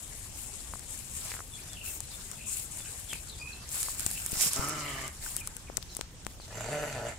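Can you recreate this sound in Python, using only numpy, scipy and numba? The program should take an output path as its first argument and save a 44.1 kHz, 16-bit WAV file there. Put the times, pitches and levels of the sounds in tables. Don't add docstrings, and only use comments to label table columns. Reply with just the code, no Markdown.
import sys
import numpy as np
from scipy import signal
from scipy.io import wavfile
from numba import njit

SR = 44100
rng = np.random.default_rng(int(sys.argv[2]) if len(sys.argv) > 2 else 0)


def dump(signal):
    limited = np.clip(np.atleast_2d(signal).T, -1, 1)
    pcm = np.round(limited * 32767).astype(np.int16)
    wavfile.write(sys.argv[1], SR, pcm)


N = 316638


def amp(db):
    return 10 ** (np.asarray(db) / 20)


def rms_one(x):
    return x / np.sqrt(np.mean(x ** 2) + 1e-20)


def in_time(rows):
    times, *columns = np.transpose(rows)
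    return [np.interp(np.arange(N) / SR, times, column) for column in columns]


def at_hz(points, hz):
    frequencies, values = np.transpose(points)
    return np.interp(np.log(hz), np.log(frequencies), values)


def drift(rate_hz, size=N):
    r = np.exp(-2 * np.pi * rate_hz * 10 / SR)
    slow = signal.lfilter([1], [1, -2 * r, r * r], rng.standard_normal(size // 10 + 4002))[4000:]
    return np.interp(np.arange(size) / 10, np.arange(len(slow)), rms_one(slow))


def panned(x, pan_db):
    return x * amp(np.array([pan_db / 2, -pan_db / 2]).reshape(2, -1))


def filtered(x, order, hz, kind):
    return signal.sosfilt(signal.butter(order, hz, kind, fs=SR, output="sos"), x)


@njit
def resonance(x, hz, width_hz):
    y, r = np.zeros(len(x)), np.exp(-np.pi * width_hz / SR)
    for i in range(2, len(x)):
        push = (1 - r * r) / 2 * (x[i] - x[i - 2])
        y[i] = push + 2 * r * np.cos(2 * np.pi * hz[i] / SR) * y[i - 1] - r * r * y[i - 2]
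    return y


def steep_resonance(x, hz, width_hz):
    centre = np.full(len(x), hz, float)
    return resonance(resonance(x, centre, float(width_hz)), centre, 2. * width_hz)


def shaped_noise(noise, spectrum, flicker_db):
    # frequency_hz, likeness (0 to 1)
    likeness = [(25, 0.6), (60, 0.82), (150, 1), (380, 0.8), (950, 0.41), (2380, 0.045), (5980, 0.016),
                (15000, 0.035)]
    out, edges = 0, 20 * 2 ** np.arange(0, 9.7, .4)
    for k, (low, high) in enumerate(zip(edges, edges[1:])):
        hz = np.sqrt(low * high)
        if spectrum[1][0] * .7 < hz < spectrum[-2][0] * 1.3:
            mid, side = filtered(noise[k % 2], 2, [low, high], "band")
            alike = np.clip(at_hz(likeness, hz), 0, .99)
            gain = amp(at_hz(spectrum, hz) + flicker_db * drift(14))
            out = out + gain * (np.sqrt(1 + alike) * mid + np.sqrt(1 - alike) * side * [[1], [-1]])
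    return rms_one(out)


def rumble_and_wind(level_db=-48):
    # frequency_hz, relative_db
    colour = [(12, -30), (20, -1), (70, 1.5), (301, -17), (873, -24.5), (949, -29.5), (1860, -31.5),
              (3440, -25), (4060, -50.5), (5230, -27.5), (7310, -20.5), (11100, -52), (13900, -35),
              (16000, -45)]
    return amp(level_db) * shaped_noise(rng.standard_normal((2, 2, N)), colour, flicker_db=2.14)


def crackle(grain_db, clump_db):
    sizes = amp(grain_db * np.minimum(rng.exponential(1, (2, 2, N)), 6))
    return rng.standard_normal((2, 2, N)) * sizes * amp(clump_db * drift(50))


def straw_movement(sag_db=-5, release_s=0.024, steady_sizzle_db=-31, steady_crunch_db=-19.5):
    # time_s, rustle_db, scuff_db, pan_db
    steady = [(0, -47.5, -55, 9.5), (.7, -48.5, -53, 12.5), (1.4, -50.5, -56, 8.5), (3.2, -48, -54.5, 11),
              (3.6, -50.5, -51.5, 1), (5.45, -49, -54.5, 4), (5.8, -59.5, -56, 3), (6.2, -61.5, -60.5, 0.6),
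              (7.18, -62, -56, -2)]
    # start_s, rise_s, hold_s, rustle_db, sizzle_db, crunch_db, scuff_db, pan_db
    bursts = [(0.107, 0.036, 0.078, -60, -7, -19, -73, 7), (0.32, 0.056, 0.096, -43.5, -10, -16, -56, 8),
              (0.87, 0.022, 0.52, -45.5, -16, -26, -80, 10), (1.08, 0.096, 0.18, -40, -10, -18, -52, 4.5),
              (1.23, 0.037, 0.13, -56, -13.5, -19, -45.5, 7.5), (1.5, 0.12, .12, -51, -15, -23, -52, 7.5),
              (1.823, 0.04, 0.11, -38.5, -1, -20, -51, 7.5), (2.1, 0.028, 0.25, -48, -6, -18, -53, 7),
              (2.438, .1, 0.11, -36.5, -9, -18, -56, 6.5), (2.678, 0.057, 0.28, -43.5, -17, -18, -53, 5),
              (3.055, 0.065, 0.044, -41, -20, -16, -58, 6), (3.673, 0.085, .19, -34, -7, -15, -44.5, 4.5),
              (3.94, 0.056, 0.7, -38, -5, -12.5, -51.5, 3), (4.31, 0.032, 0.063, -35.5, -6, -6, -39.5, -1),
              (4.375, 0.047, 0.06, -23, -8.5, -5.5, -36.5, -3),
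              (4.498, 0.017, 0.22, -39, -11, -1.5, -43.5, -3), (4.73, 0.038, 0.314, -43, -9, -21, -45, 5),
              (5.198, 0.046, .16, -38, -6, -15, -48, 3), (5.88, 0.043, 0.09, -53.5, -6, -2, -62, -3),
              (6.25, 0.058, 0.036, -53, -7, -8, -59, 0), (6.398, .06, 0.6, -56, -8, -17, -55, 2.5)]
    steady_db, steady_scuff_db, steady_pan_db = in_time(steady)
    rustle = panned(amp(steady_db), steady_pan_db) ** 2
    sizzle, crunch = rustle * amp(steady_sizzle_db) ** 2, rustle * amp(steady_crunch_db) ** 2
    scuff = amp(steady_scuff_db) ** 2
    for start_s, rise_s, hold_s, rustle_db, sizzle_db, crunch_db, scuff_db, pan_db in bursts:
        length_s = rise_s + hold_s + release_s
        t = np.arange(int(length_s * SR)) / SR
        span = slice(int(start_s * SR), int(start_s * SR) + len(t))
        power = np.interp(t, [0, rise_s, rise_s + hold_s, length_s], [0, 1, amp(sag_db), 0]) ** 2
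        burst = panned(amp(rustle_db), pan_db) ** 2 * power
        rustle[:, span] += burst
        sizzle[:, span] += burst * amp(sizzle_db) ** 2
        crunch[:, span] += burst * amp(crunch_db) ** 2
        scuff[span] += amp(scuff_db) ** 2 * power
    return np.sqrt(rustle), np.sqrt(sizzle), np.sqrt(crunch), np.sqrt(scuff)


def straw():
    # frequency_hz, relative_db
    rustle_colour = [(1760, -11.5), (3000, -15), (3810, -30), (5480, 2), (6030, -52), (7220, -1),
                     (7660, 0.5), (8630, -27), (9790, -6.5), (11000, -13), (12500, -6), (16200, -49),
                     (22000, -120)]
    scuff_colour = [(210, -29), (350, -5.5), (996, 1), (1140, 1), (1880, -0.5), (2100, 5), (2370, -5.5),
                    (5000, 2), (6500, -1), (11000, -120)]
    rustle_gain, sizzle_gain, crunch_gain, scuff_gain = straw_movement()
    stalks = crackle(grain_db=4, clump_db=1)
    sizzle = sizzle_gain * rms_one(filtered(stalks[0, ::-1], 4, 12000, "high"))
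    crunch = crunch_gain * rms_one(filtered(stalks[1, ::-1], 4, [5000, 6900], "band"))
    rustle = rustle_gain * shaped_noise(stalks, rustle_colour, flicker_db=1.8)
    ground = crackle(grain_db=-1, clump_db=1.5)
    scuff = scuff_gain * shaped_noise(ground, scuff_colour, flicker_db=3)
    return rustle + sizzle + crunch + panned(scuff, 0.66)


def straw_snaps(ring_s=0.00015, splinter_s=0.0028):
    # start_s, peak_db, ring_hz, pan_db
    snaps = [(0.7943, -26.5, 7700, 7.5), (1.733, -25, 8450, 10), (2.0047, -17, 8300, 9.5),
             (2.315, -22, 8300, 15), (2.7885, -27, 8260, 11), (3.1334, -17.5, 7600, 9),
             (3.691, -21.5, 7800, 3.5), (3.8043, -19, 11300, -9), (3.8301, -11.5, 8250, -8),
             (3.9958, -18, 9500, 15), (4.0058, -19, 8340, -15), (4.0641, -9.5, 7950, 14),
             (4.104, -20, 9800, 10), (4.1136, -15, 9500, 0), (4.2628, -11, 9050, -6),
             (4.3198, -14, 9340, 10), (4.371, -19.5, 6600, 6), (4.4104, -9.5, 6940, -10),
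             (4.5335, -8.5, 8900, 5), (4.562, -16.5, 7200, -7), (4.6865, -21, 9900, 17),
             (4.6952, -20, 7950, -17), (5.0795, -22, 8350, 11), (5.3657, -12.5, 9600, 9.5),
             (5.474, -12.5, 8800, 4), (5.567, -26.5, 8700, 24), (5.7706, -18, 7100, 26.5),
             (5.8271, -28, 4770, 18), (5.9505, -30.5, 7260, 18), (5.9679, -26.5, 9300, 32.5),
             (6.011, -25.5, 7400, 21), (6.2497, -36, 5740, 18), (6.2667, -28.5, 8040, 27)]
    out, t = np.zeros((2, N)), np.arange(500) / SR
    for start_s, peak_db, hz, pan_db in snaps:
        ring = np.sin(2 * np.pi * hz * t) * np.exp(-t / ring_s) * np.minimum(t * hz, 1)
        splinters = 0.047 * rng.standard_normal((2, len(t))) * np.exp(-t / splinter_s)
        snap, at = ring + splinters, round(start_s * SR)
        out[:, at:at + len(t)] += panned(amp(peak_db) * snap / np.abs(snap).max(), pan_db)
    return out


def microphone_knocks():
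    # start_s, peak_db, ring_hz, fade_cycles, pan_db
    knocks = [(0.7369, -25.5, 1090, 0.84, 1), (0.7562, -34, 1050, 0.76, 0), (1.318, -24, 2060, 0.72, 3),
              (1.34, -26, 1950, 0.6, 6), (1.35, -34, 1300, 0.7, -6), (1.367, -32, 1600, 0.96, 3),
              (1.392, -30, 1400, 0.51, 3), (1.405, -29.5, 1230, 1.1, -1), (2.804, -37, 2240, 1.6, 3),
              (3.131, -20, 2300, 0.58, -1), (3.885, -26.5, 1100, 1.1, -4), (4.062, -34, 119, 0.29, -21.5),
              (4.33, -33, 136, 0.086, 22), (4.37, -36.5, 89, 0.25, 15), (4.462, -33, 156, 1.4, 2),
              (5.263, -35, 1520, 4.5, 13), (4.593, -31, 93, 0.13, 25), (5.475, -35, 1230, 1.4, 2),
              (5.6995, -35.5, 554, 0.44, 25.5), (5.7713, -37, 1500, 0.19, 19), (5.78, -37.5, 670, 0.16, 27),
              (5.967, -41, 900, 0.31, 23), (5.992, -39, 494, 0.37, 29), (6.012, -25.5, 1670, 0.043, 30),
              (6.2666, -29, 980, 0.082, 28.5), (6.4, -42, 790, 0.31, 25)]
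    out = np.zeros((2, N))
    for start_s, peak_db, hz, fade_cycles, pan_db in knocks:
        cycles = np.arange(int(6 * fade_cycles / hz * SR)) * hz / SR
        swing = -np.sin(2 * np.pi * cycles) * np.exp(-cycles / fade_cycles) * np.minimum(4 * cycles, 1)
        at = round(start_s * SR)
        out[:, at:at + len(swing)] += panned(amp(peak_db) * swing / np.abs(swing).max(), pan_db)
    return out


def with_echoes(x):
    # delay_s, level_db
    echoes = [(.0013, -14.5), (.0041, -4.5), (.011, -6.5), (.023, -7.5), (.047, -9.5)]
    treble, out = filtered(x, 2, 900, "high"), x.copy()
    for k, (delay_s, level_db) in enumerate(echoes):
        for side in range(2):
            lag = int(delay_s * SR * (1.3 if (k + side) % 2 else 1))
            out[side, lag:] += amp(level_db) * treble[side, :-lag]
    return out


def reed_bird(throb_hz=65, throb_depth=.75, clear_below_hz=160):
    # start_s, length_s, start_hz, end_hz, level_db, flutter_hz
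    notes = [(1.519, 0.05, 3570, 3310, -46, 60), (1.538, 0.027, 3660, 4730, -61, 100),
             (1.571, 0.029, 2670, 2370, -51, 200), (1.683, 0.1, 3700, 3110, -52, 100),
             (1.736, 0.19, 2846, 2620, -45, 150), (2.034, 0.023, 4170, 4020, -49, 100),
             (2.11, 0.053, 3590, 3560, -51.5, 150), (2.29, 0.1, 3550, 3360, -57.5, 149),
             (2.361, .19, 2594, 2650, -50, 180), (2.787, 0.044, 3570, 3480, -48, 100),
             (2.841, 0.04, 2950, 2420, -47, 200), (2.854, 0.047, 1590, 1660, -51, 100),
             (3.081, 0.048, 3600, 2990, -43, 253), (3.12, 0.044, 2760, 2305, -41.5, 250),
             (3.28, 0.027, 4600, 3840, -46, 350), (3.292, 0.045, 3930, 3790, -45.5, 152),
             (3.317, 0.04, 3840, 3350, -49.5, 100), (3.38, 0.175, 2454, 2590, -42.5, 71),
             (3.494, .16, 2650, 2657, -59, 40.3), (3.382, 0.041, 4740, 4900, -46.5, 200),
             (3.514, 0.03, 4710, 3760, -44, 150), (4.144, 0.055, 2600, 2746, -43, 220),
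             (5.379, 0.017, 3010, 2860, -45, 150), (5.396, 0.033, 2800, 2240, -41.5, 150),
             (5.668, 0.022, 2830, 2140, -49.5, 150), (5.882, 0.063, 4430, 3850, -51.5, 300),
             (6.385, 0.062, 4950, 3560, -53.5, 250)]
    out = np.zeros(N)
    for start_s, length_s, start_hz, end_hz, level_db, flutter_hz in notes:
        size, at = int(length_s * SR), int(start_s * SR)
        whistle = np.sin(2 * np.pi * np.cumsum(np.linspace(start_hz, end_hz, size)) / SR)
        clear = np.exp(-flutter_hz / clear_below_hz)
        scratch = clear + (1 - clear) * drift(flutter_hz, SR // 4)[:size]
        throb = 1 + throb_depth * np.sin(2 * np.pi * throb_hz * np.arange(size) / SR)
        out[at:at + size] += amp(level_db) * scratch * throb * whistle * signal.windows.tukey(size, .5)
    return out


def vocal_folds(pitch_hz, rough):
    size = len(pitch_hz)
    cycles = np.cumsum(pitch_hz * (1 + .07 * rough * drift(60, size))) / SR
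    count = cycles.astype(int)
    force = np.clip(rng.standard_normal(count[-1] + 1), -2, 1.5)
    strength = amp(4.3 * rough * force[count])
    pulses = np.sqrt(1 - rough) * rms_one(np.diff(count, prepend=0).astype(float))
    breath = rms_one(rng.standard_normal(size) * np.exp(-2.5 * (cycles % 1)))
    thin_breath = signal.lfilter([1, -1], [1, -.975], breath)
    buzzy = strength * (pulses + np.sqrt(rough) * thin_breath)
    airy = strength * (0.18 * pulses + breath)
    return cycles, buzzy, airy


def bleat(shape, low_resonances, high_resonances, mouth_width_hz, mouth_db, base_tone_db):
    # time_s, roughness (0 to 1)
    hoarseness = [(4.55, .5), (4.65, .35), (4.8, .3), (5.12, .3), (6.47, .75), (6.68, .6), (6.74, .32),
                  (6.85, .45), (6.9, .72), (6.96, .5), (7.16, .62)]
    span = slice(int(shape[0][0] * SR), int(shape[-1][0] * SR))
    pitch_hz, level_db, mouth_hz, treble_db = [curve[span] for curve in in_time(shape)]
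    size = len(pitch_hz)
    cycles, buzzy, airy = vocal_folds(pitch_hz, rough=in_time(hoarseness)[0][span])
    low, high = amp(mouth_db) * steep_resonance(buzzy, mouth_hz, mouth_width_hz), 0
    for k, (hz, width_hz, db) in enumerate(low_resonances):
        low += amp(db) * (-1) ** k * resonance(buzzy, np.full(size, float(hz)), float(width_hz))
    for k, (hz, width_hz, db, pan_db) in enumerate(high_resonances):
        swell = amp(db + 2.2 * drift(11.3, size))
        high += panned(swell * (-1) ** k * steep_resonance(airy, hz, width_hz), pan_db)
    voice = amp(level_db) * (rms_one(low) + amp(treble_db) * rms_one(high))
    tone_db = base_tone_db + 0.81 * (level_db - level_db.max()) + 2.2 * drift(27, size)
    base_tone = np.sqrt(2) * amp(tone_db) * np.sin(2 * np.pi * cycles)
    out = np.zeros((2, N))
    out[:, span] = (voice + base_tone) * signal.windows.tukey(size, .06)
    return out


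def ram():
    # time_s, pitch_hz, level_db, mouth_resonance_hz, relative_treble_db
    away_shape = [(4.55, 132.6, -43, 1354, -21), (4.63, 137, -38, 1330, -11),
                  (4.69, 148.9, -40.5, 1320, -6), (4.76, 150.3, -40, 1330, -7), (4.8, 148.7, -44, 1290, -2),
                  (4.886, 143.2, -45, 1260, 0.5), (4.984, 131.6, -45, 1140, -0.5),
                  (5.07, 130.3, -46.5, 1210, 0.5), (5.11, 134, -58, 1200, -16)]
    near_shape = [(6.47, 108.5, -59.5, 590, -6.5), (6.6, 110.2, -39.5, 600, -3),
                  (6.67, 115.9, -41, 610, -6), (6.73, 148.4, -35, 617, -5), (6.775, 150.8, -36.5, 576, -7),
                  (6.86, 152.5, -39.5, 603, -4), (6.94, 136.8, -42, 626.7, -2.5),
                  (7.005, 111.1, -36.5, 600, -13), (7.1, 112.3, -42, 600, -3.5),
                  (7.15, 111.8, -59, 583, -5)]
    # centre_hz, width_hz, relative_db
    away_low = [(200, 42, -2.5), (334, 130, -0.5), (643, 61, 1), (1010, 480, -9.5)]
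    near_low = [(206, 143, -6), (283, 290, -8.5), (487, 93, -3), (933, 104, -15.5), (1410, 140, -11)]
    # centre_hz, width_hz, relative_db, pan_db
    away_high = [(1870, 310, 2.5, -19), (2106, 260, 9, 5.5), (2950, 470, 4.5, -1), (4800, 550, -23, 4),
                 (6200, 360, -14, -12), (7300, 370, -7, -31)]
    near_high = [(1670, 520, 4, 6), (2130, 260, 7.5, 5), (2500, 1100, 1.5, 3.5), (2935, 320, 0.5, -5),
                 (4420, 240, -2, -9), (6130, 420, -2, -2), (7320, 700, -1.5, -19), (9260, 1100, -3.5, 5),
                 (10100, 3900, -11.5, 5)]
    away = bleat(away_shape, away_low, away_high, mouth_width_hz=115, mouth_db=4, base_tone_db=-44.5)
    near = bleat(near_shape, near_low, near_high, mouth_width_hz=97, mouth_db=-1.1, base_tone_db=-42)
    return away + near


def scene():
    bleats = ram()
    background = rumble_and_wind()
    animals = with_echoes(bleats + panned(reed_bird(), 0.051))
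    return background + animals + straw() + straw_snaps() + microphone_knocks()


def record(dry):
    cutoff_hz = 16400
    return signal.sosfilt(signal.cheby2(16, 70, cutoff_hz, fs=SR, output="sos"), dry)


dry = scene()
out = record(dry)
dump(out)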